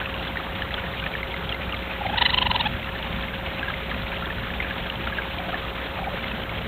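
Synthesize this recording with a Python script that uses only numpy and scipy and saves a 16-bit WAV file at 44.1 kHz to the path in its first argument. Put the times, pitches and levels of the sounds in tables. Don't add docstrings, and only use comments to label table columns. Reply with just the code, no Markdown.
import sys
import numpy as np
from scipy import signal
from scipy.fft import rfft, irfft, next_fast_len
from scipy.io import wavfile

SR = 44100
rng = np.random.default_rng(int(sys.argv[2]) if len(sys.argv) > 2 else 0)


def log_audio(samples):
    frames = np.atleast_2d(samples).T
    limited = np.clip(frames, -1, 1)
    pcm = np.round(limited * 32767).astype(np.int16)
    wavfile.write(sys.argv[1], SR, pcm)


def boost_factor(decibels):
    exponent = np.asarray(decibels, float) / 20
    return 10 ** exponent


N = 294147


def rms_one(x):
    return x / np.sqrt(np.mean(x ** 2) + 1e-20)


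def drift(rate):
    r = np.exp(-80 * np.pi * rate / SR)
    warm_up = 2000
    noise = rng.standard_normal(N // 40 + warm_up + 2)
    slow = signal.lfilter([1], [1, -2 * r, r * r], noise)[warm_up:]
    return np.interp(np.arange(N) / 40, np.arange(len(slow)), rms_one(slow))


def coloured(spectrum, patchy_db=0., shared_db=0., rate=10):
    size = next_fast_len(N)
    octave = np.log2(np.arange(size // 2 + 1) * SR / size + 1e-3)
    hz, level_db = np.transpose(spectrum)
    curve_db = np.interp(octave, np.log2(hz), level_db, left=-150, right=-150)
    shaped = rfft(rng.standard_normal(size)) * boost_factor(curve_db)
    together = drift(rate)
    out = np.zeros(N)
    for centre in np.arange(np.log2(hz[0]), np.log2(hz[-1]) + .5, .5):
        triangle = np.clip(1 - 2 * abs(octave - centre), 0, 1)
        slice_of_noise = irfft(shaped * triangle, size)[:N]
        out += slice_of_noise * boost_factor(patchy_db * drift(rate) + shared_db * together)
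    return rms_one(out)


def tones(lines, waver_db):
    t = np.arange(N) / SR
    out = np.zeros(N)
    for hz, rms_db in lines:
        level = np.sqrt(2) * boost_factor(rms_db + waver_db * drift(2.1))
        out += level * np.sin(2 * np.pi * (hz * t + rng.random()))
    return out


def resonance(x, hz, width_hz):
    r = np.exp(-np.pi * width_hz / SR)
    zeros = np.array([1, 0, -1]) * (1 - r * r) / 2
    poles = [1, -2 * r * np.cos(2 * np.pi * hz / SR), r * r]
    return signal.lfilter(zeros, poles, x + 1e-18)


def band_pass(x, low_hz, high_hz):
    sos = signal.butter(2, [low_hz, high_hz], "band", fs=SR, output="sos")
    return signal.sosfilt(sos, x + 1e-18)


def low_pass(x, hz, order):
    return signal.sosfilt(signal.butter(order, hz, fs=SR, output="sos"), x)


def spurt(width):
    t = np.arange(-.005, .005, 1 / SR)
    return rng.standard_normal(len(t)) * np.exp(-(t / width) ** 2)


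def add(out, s, piece):
    i = max(round(s * SR), 0)
    out[i:i + len(piece)] += piece[:N - i]


def traffic():
    # (time [s], level [dB])
    swell = [(0, -36), (1.2, -36.5), (1.8, -36), (2.3, -31.5), (2.8, -32.5), (3.2, -32.5), (3.8, -34.5),
             (4.3, -34), (4.8, -34.5), (5.3, -35), (5.8, -36), (6.298, -33), (6.67, -30.5)]
    # (frequency [Hz], density [dB per Hz])
    rumble = [(20, -6.5), (45, 0), (70, 3.5), (110, 2), (135, -2), (160, 1), (240, -2), (275, -14),
              (340, -24.5)]
    s, level_db = np.transpose(swell)
    level = boost_factor(np.interp(np.arange(N) / SR, s, level_db) - 1.5)
    return level * coloured(rumble, patchy_db=-1.0, shared_db=-1.7, rate=3.0)


def pump():
    # (frequency [Hz], level [dB rms])
    hum = [
        (59.95, -39.5),
        (179.85, -45.5),
        (539.55, -43),
    ]
    return tones(hum, waver_db=0.0)


def drip(hz, cycles, hook, wobble):
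    length_s = min(max(cycles, 4) / hz, .08)
    t = np.arange(round(length_s * SR)) / SR
    start = (1 - np.exp(-t / .0008)) ** 2
    pitch = hz * (1 + hook * np.exp(-t / 0.00084) + 0.018 * wobble * np.sin(2 * np.pi * 90 * t))
    fade = boost_factor(-70 * t * hz / cycles)
    fade = fade + 0.097 * boost_factor(-30 * t * hz / cycles) * np.cos(np.pi / 2 * t / t[-1])
    beat = 1 + 0.2 * np.sin(2 * np.pi * (170 + 60 * wobble) * t + 3 * wobble)
    return start * beat * fade * np.sin(2 * np.pi * np.cumsum(pitch) / SR)


def single_drops():
    # (loudest moment [s], peak level [dB], bubble pitch [Hz])
    plops = [(0.0602, -14, 2590), (.1432, -16.5, 2780), (0.3731, -11, 1830), (0.6224, -13.5, 1730),
             (.623, -17, 3000), (.709, -16.5, 1960), (0.7435, -11, 3160), (1.001, -17, 2885),
             (1.041, -14.5, 2380), (1.064, -15.5, 2510), (1.067, -13.5, 1745), (1.1542, -14.5, 1730),
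             (1.2322, -14.5, 2080), (1.343, -16, 2050), (1.528, -22, 1830), (1.7263, -16.5, 2720),
             (1.745, -15, 2160), (3.5958, -16, 2600), (3.742, -16.5, 2060), (3.9153, -14.5, 1710),
             (4.5057, -19, 1710), (4.627, -16, 2300), (4.648, -18, 1610), (4.9015, -12.5, 2810),
             (5.0752, -13.5, 1380), (5.2213, -17, 2190), (5.5452, -13.5, 1760), (6.2435, -14, 2050),
             (6.4374, -20, 2971), (6.4957, -16, 2200)]
    # (loudest moment [s], peak level [dB], bubble pitch [Hz])
    ringing = [(.0165, -21.5, 1504), (0.1974, -23, 2750), (0.7826, -22.5, 1464), (0.9743, -23, 2360),
               (1.14, -21, 2280), (1.494, -16.5, 3230), (1.526, -14.5, 2770), (1.546, -19, 2090),
               (1.695, -23, 2440), (1.735, -23, 1204), (2.0678, -22, 2120), (2.16, -23, 1510),
               (2.8457, -21, 2700), (3.338, -24.5, 1640), (3.6313, -17.5, 1620), (3.683, -17.5, 1630),
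               (3.705, -24, 1570), (4.12, -21.5, 2300), (4.2259, -23, 1340), (4.2399, -26, 1360),
               (4.3058, -20, 1750), (4.604, -16, 2080), (4.711, -20.5, 1660), (4.9577, -23, 3100),
               (5.1262, -19, 1660), (5.187, -15, 1606), (5.3858, -23.5, 2325), (6.0434, -20.5, 2310),
               (6.195, -21.5, 2330), (6.3178, -19.5, 2600)]
    strays = [(when * N / SR, -26 + 7 * size, 1114 * boost_factor(10 * pitch))
              for when, size, pitch in rng.random((80, 3))]
    drops = [(s, db, hz, .011 * hz + 20.8) for s, db, hz in [*plops, *strays]]
    for s, db, hz in ringing:
        drops.append((s, db, hz, 81 - (-14.5 - db)))
    return drops


def fountain():
    # (frequency [Hz], density [dB per Hz])
    trickle = [(150, -31), (250, -7.5), (438, -5.5), (486, -8.5), (540, -9), (593, -6.5), (892, -6.5),
               (1140, -8.5), (1300, -7), (2970, -10), (3300, -10.5), (3710, -14), (4070, -21), (5290, -35),
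               (8950, -120)]
    out = boost_factor(-33) * coloured(trickle, patchy_db=2.5, shared_db=1.19, rate=44)
    splashes = np.zeros(N)
    for when, pitch, size, life in rng.random((400, 4)):
        bubble = drip(900 * boost_factor(12.5 * pitch), 18 + 30 * life, hook=0.21, wobble=2 * size - 1)
        add(out, when * N / SR, boost_factor(-37.5 + 3.6 * size) * bubble)
    for when, size in rng.random((160, 2)):
        add(splashes, when * N / SR, boost_factor(-35.5 + 12.8 * size) * spurt(width=0.0023))
    for s, db, hz, cycles in single_drops():
        bubble = drip(hz, cycles, hook=0.31, wobble=rng.uniform(-1.43, 1))
        add(out, s - .0035, boost_factor(db + 0.5) * bubble)
        add(splashes, s - .006, boost_factor(db - 8.5) * spurt(width=.002))
    return out + band_pass(splashes, low_hz=890, high_hz=3700)


def chirp(top_hz, harmonics, length, rise, fall, rough_db):
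    u = np.arange(-1.1, .6, 1 / (length * SR))
    top = -0.291
    pitch = top_hz * (1 - np.where(u < top, rise, fall) * abs(u - top) ** 1.642)
    unsteady = np.interp(u, np.linspace(u[0], u[-1], num=16), rng.standard_normal(size=16))
    pitch = pitch * (1 + .015 * unsteady)
    phase = 2 * np.pi * np.cumsum(pitch) / SR
    opening = np.clip((u + 1.23) / 0.47, 0, 1) ** 0.76
    flare = np.exp(-(u / 0.089) ** 2)
    flutter = rng.standard_normal((5, 14))
    out = np.zeros(len(u))
    for k, (held_db, flare_db, swell_db, linger) in enumerate(harmonics):
        closing = np.exp(-(np.maximum(u + 0.22, 0) / linger) ** 3.6)
        held = boost_factor(held_db + swell_db * np.minimum(u - top, 0)) * opening * closing
        wander = np.interp(u, np.linspace(u[0], u[-1], num=14), flutter[k])
        uneven = boost_factor(rough_db * min(k + 0.21, 1.2) * wander)
        out += (held + boost_factor(flare_db) * flare) * uneven * np.sin((k + 1) * phase + 1.47 * k)
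    return out, 1.1 * length


def trill():
    # (throat closes [s], top pitch [Hz], fundamental peak [dB],
    # 2nd harmonic above it [dB], closing bloom above it [dB])
    chirps = [(2.021, 857, -24, -28, -16), (2.064, 810, -20.5, -19, -3), (2.103, 850, -22.5, -14, -11),
              (2.146, 896, -22, -14, -6), (2.187, 990, -23, 1, 2), (2.2242, 1003, -15.5, -0.5, 2.5),
              (2.264, 1026, -24.5, 8.5, 13), (2.305, 1000, -30, 7, 9.5), (2.345, 1030, -22.5, -1, 8.5),
              (2.386, 1045, -21.5, -8, 9.5), (2.4273, 1042, -20.5, -13.5, 8.5),
              (2.4694, 1007, -20, -7.5, 5), (2.515, 1030, -19.5, -14, 6), (2.562, 1009, -20, -16, 6),
              (2.612, 974, -21, -8.5, 2.5), (2.671, 882, -22.5, -5.5, 1.5)]
    # (time [s], 4th harmonic above the 2nd [dB], 3rd harmonic against its bloom [dB])
    lips = [(2.02, 2.5, -11), (2.2, -1.5, -2.5), (2.3, -4.5, -10.5), (2.41, 2, -5), (2.47, -3, -11),
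            (2.54, 11.5, -15.5), (2.67, 1.5, -1.5)]
    lips_s, bright_db, third_db = np.transpose(lips)
    out, rasps = np.zeros((2, N))
    last = chirps[0][0] - .04
    for s, hz, db, second, bloom in chirps:
        length = min(.37 * (s - last), .019)
        last = s
        bright = np.interp(s, lips_s, bright_db)
        third = np.interp(s, lips_s, third_db)
        fall = .97
        if second > 4:
            fall = 0.61
        elif s > 2.59:
            fall = .64
        fourth_db = db + second + bright
        harmonics = [(db, db - 33, 6, .45),
                     (db + second, db + second - 14, 12, .25),
                     (db + bloom + third - 2.5, db + bloom - 8.5, 16, .22),
                     (fourth_db, db + bloom - 13.5, 4, .22),
                     (fourth_db - 13, db + bloom - 17, 4, .2)]
        puff, lead = chirp(hz, harmonics, length, rise=0.285, fall=fall, rough_db=3.0)
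        add(out, s - lead, puff)
        add(rasps, s - .005, boost_factor(db + bloom - 0.5) * spurt(width=0.0042))
    out = out + band_pass(rasps, low_hz=1400, high_hz=4100)
    return out + boost_factor(2) * resonance(out, hz=2990, width_hz=280)


def murmurs():
    # (throat closes [s], top pitch [Hz], peak level [dB], length [s])
    soft_chirps = [
        (5.402, 783, -28.5, .014),
        (5.447, 755, -33, .014),
        (5.499, 742, -29, .016),
        (5.546, 776, -27, .016),
        (6.001, 807, -27, .014),
        (6.035, 816, -26, 0.016),
        (6.083, 810, -23.5, 0.019),
        (6.143, 598, -30, .02),
    ]
    out = np.zeros(N)
    for s, hz, db, length in soft_chirps:
        harmonics = [(db, db - 10, 5, .35), (db - 32, db - 30, 3, .25)]
        puff, lead = chirp(hz, harmonics, length, rise=0.38, fall=0.74, rough_db=-2.0)
        add(out, s - lead, puff)
    return out


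def garden(x):
    # (delay [s], level [dB])
    echoes = [
        (.007, -23.5),
        (.012, -22.5),
        (.019, -42),
        (.031, -22.5),
    ]
    out = x.copy()
    for delay, db in echoes:
        add(out, delay, boost_factor(db) * x)
    return out


def scene():
    raccoon = garden(trill() + murmurs())
    return (traffic() + pump() + fountain() + raccoon)[None]


def sensor_hiss():
    # (frequency [Hz], density [dB per Hz])
    hiss_spectrum = [(4000, -26), (5000, -0.5), (6500, 1), (8000, -1.5), (11100, 1), (11500, 5),
                     (12000, 8.5), (12600, 4), (12900, 1.5), (15900, 0.5)]
    return boost_factor(-65) * coloured(hiss_spectrum)


def clock_tones():
    # (multiple of the clock [1], level [dB rms])
    clock_lines = [(3, -78), (4, -85), (5, -79), (6, -74), (7, -79), (8, -63), (9, -76), (10, -79)]
    return tones([(k * 1500, db) for k, db in clock_lines], waver_db=.2)


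def slow_sampling(x):
    band_top_hz, sampling_hz = 4008, 8000
    narrow = low_pass(x, band_top_hz, order=24)
    mirror = 2 * narrow * np.cos(2 * np.pi * sampling_hz * np.arange(N) / SR)
    narrow = narrow + boost_factor(-1) * low_pass(mirror, band_top_hz, order=28)
    return narrow + boost_factor(-44) * low_pass(mirror, 5200, order=8)


def top_cut(x):
    return signal.sosfilt(signal.butter(12, 15730, fs=SR, output="sos"), x)


def record(dry):
    rounded = .7 * np.tanh(dry / .7)
    mix = slow_sampling(rounded) + sensor_hiss() + clock_tones()
    return top_cut(mix)


dry = scene()
out = record(dry)
log_audio(out)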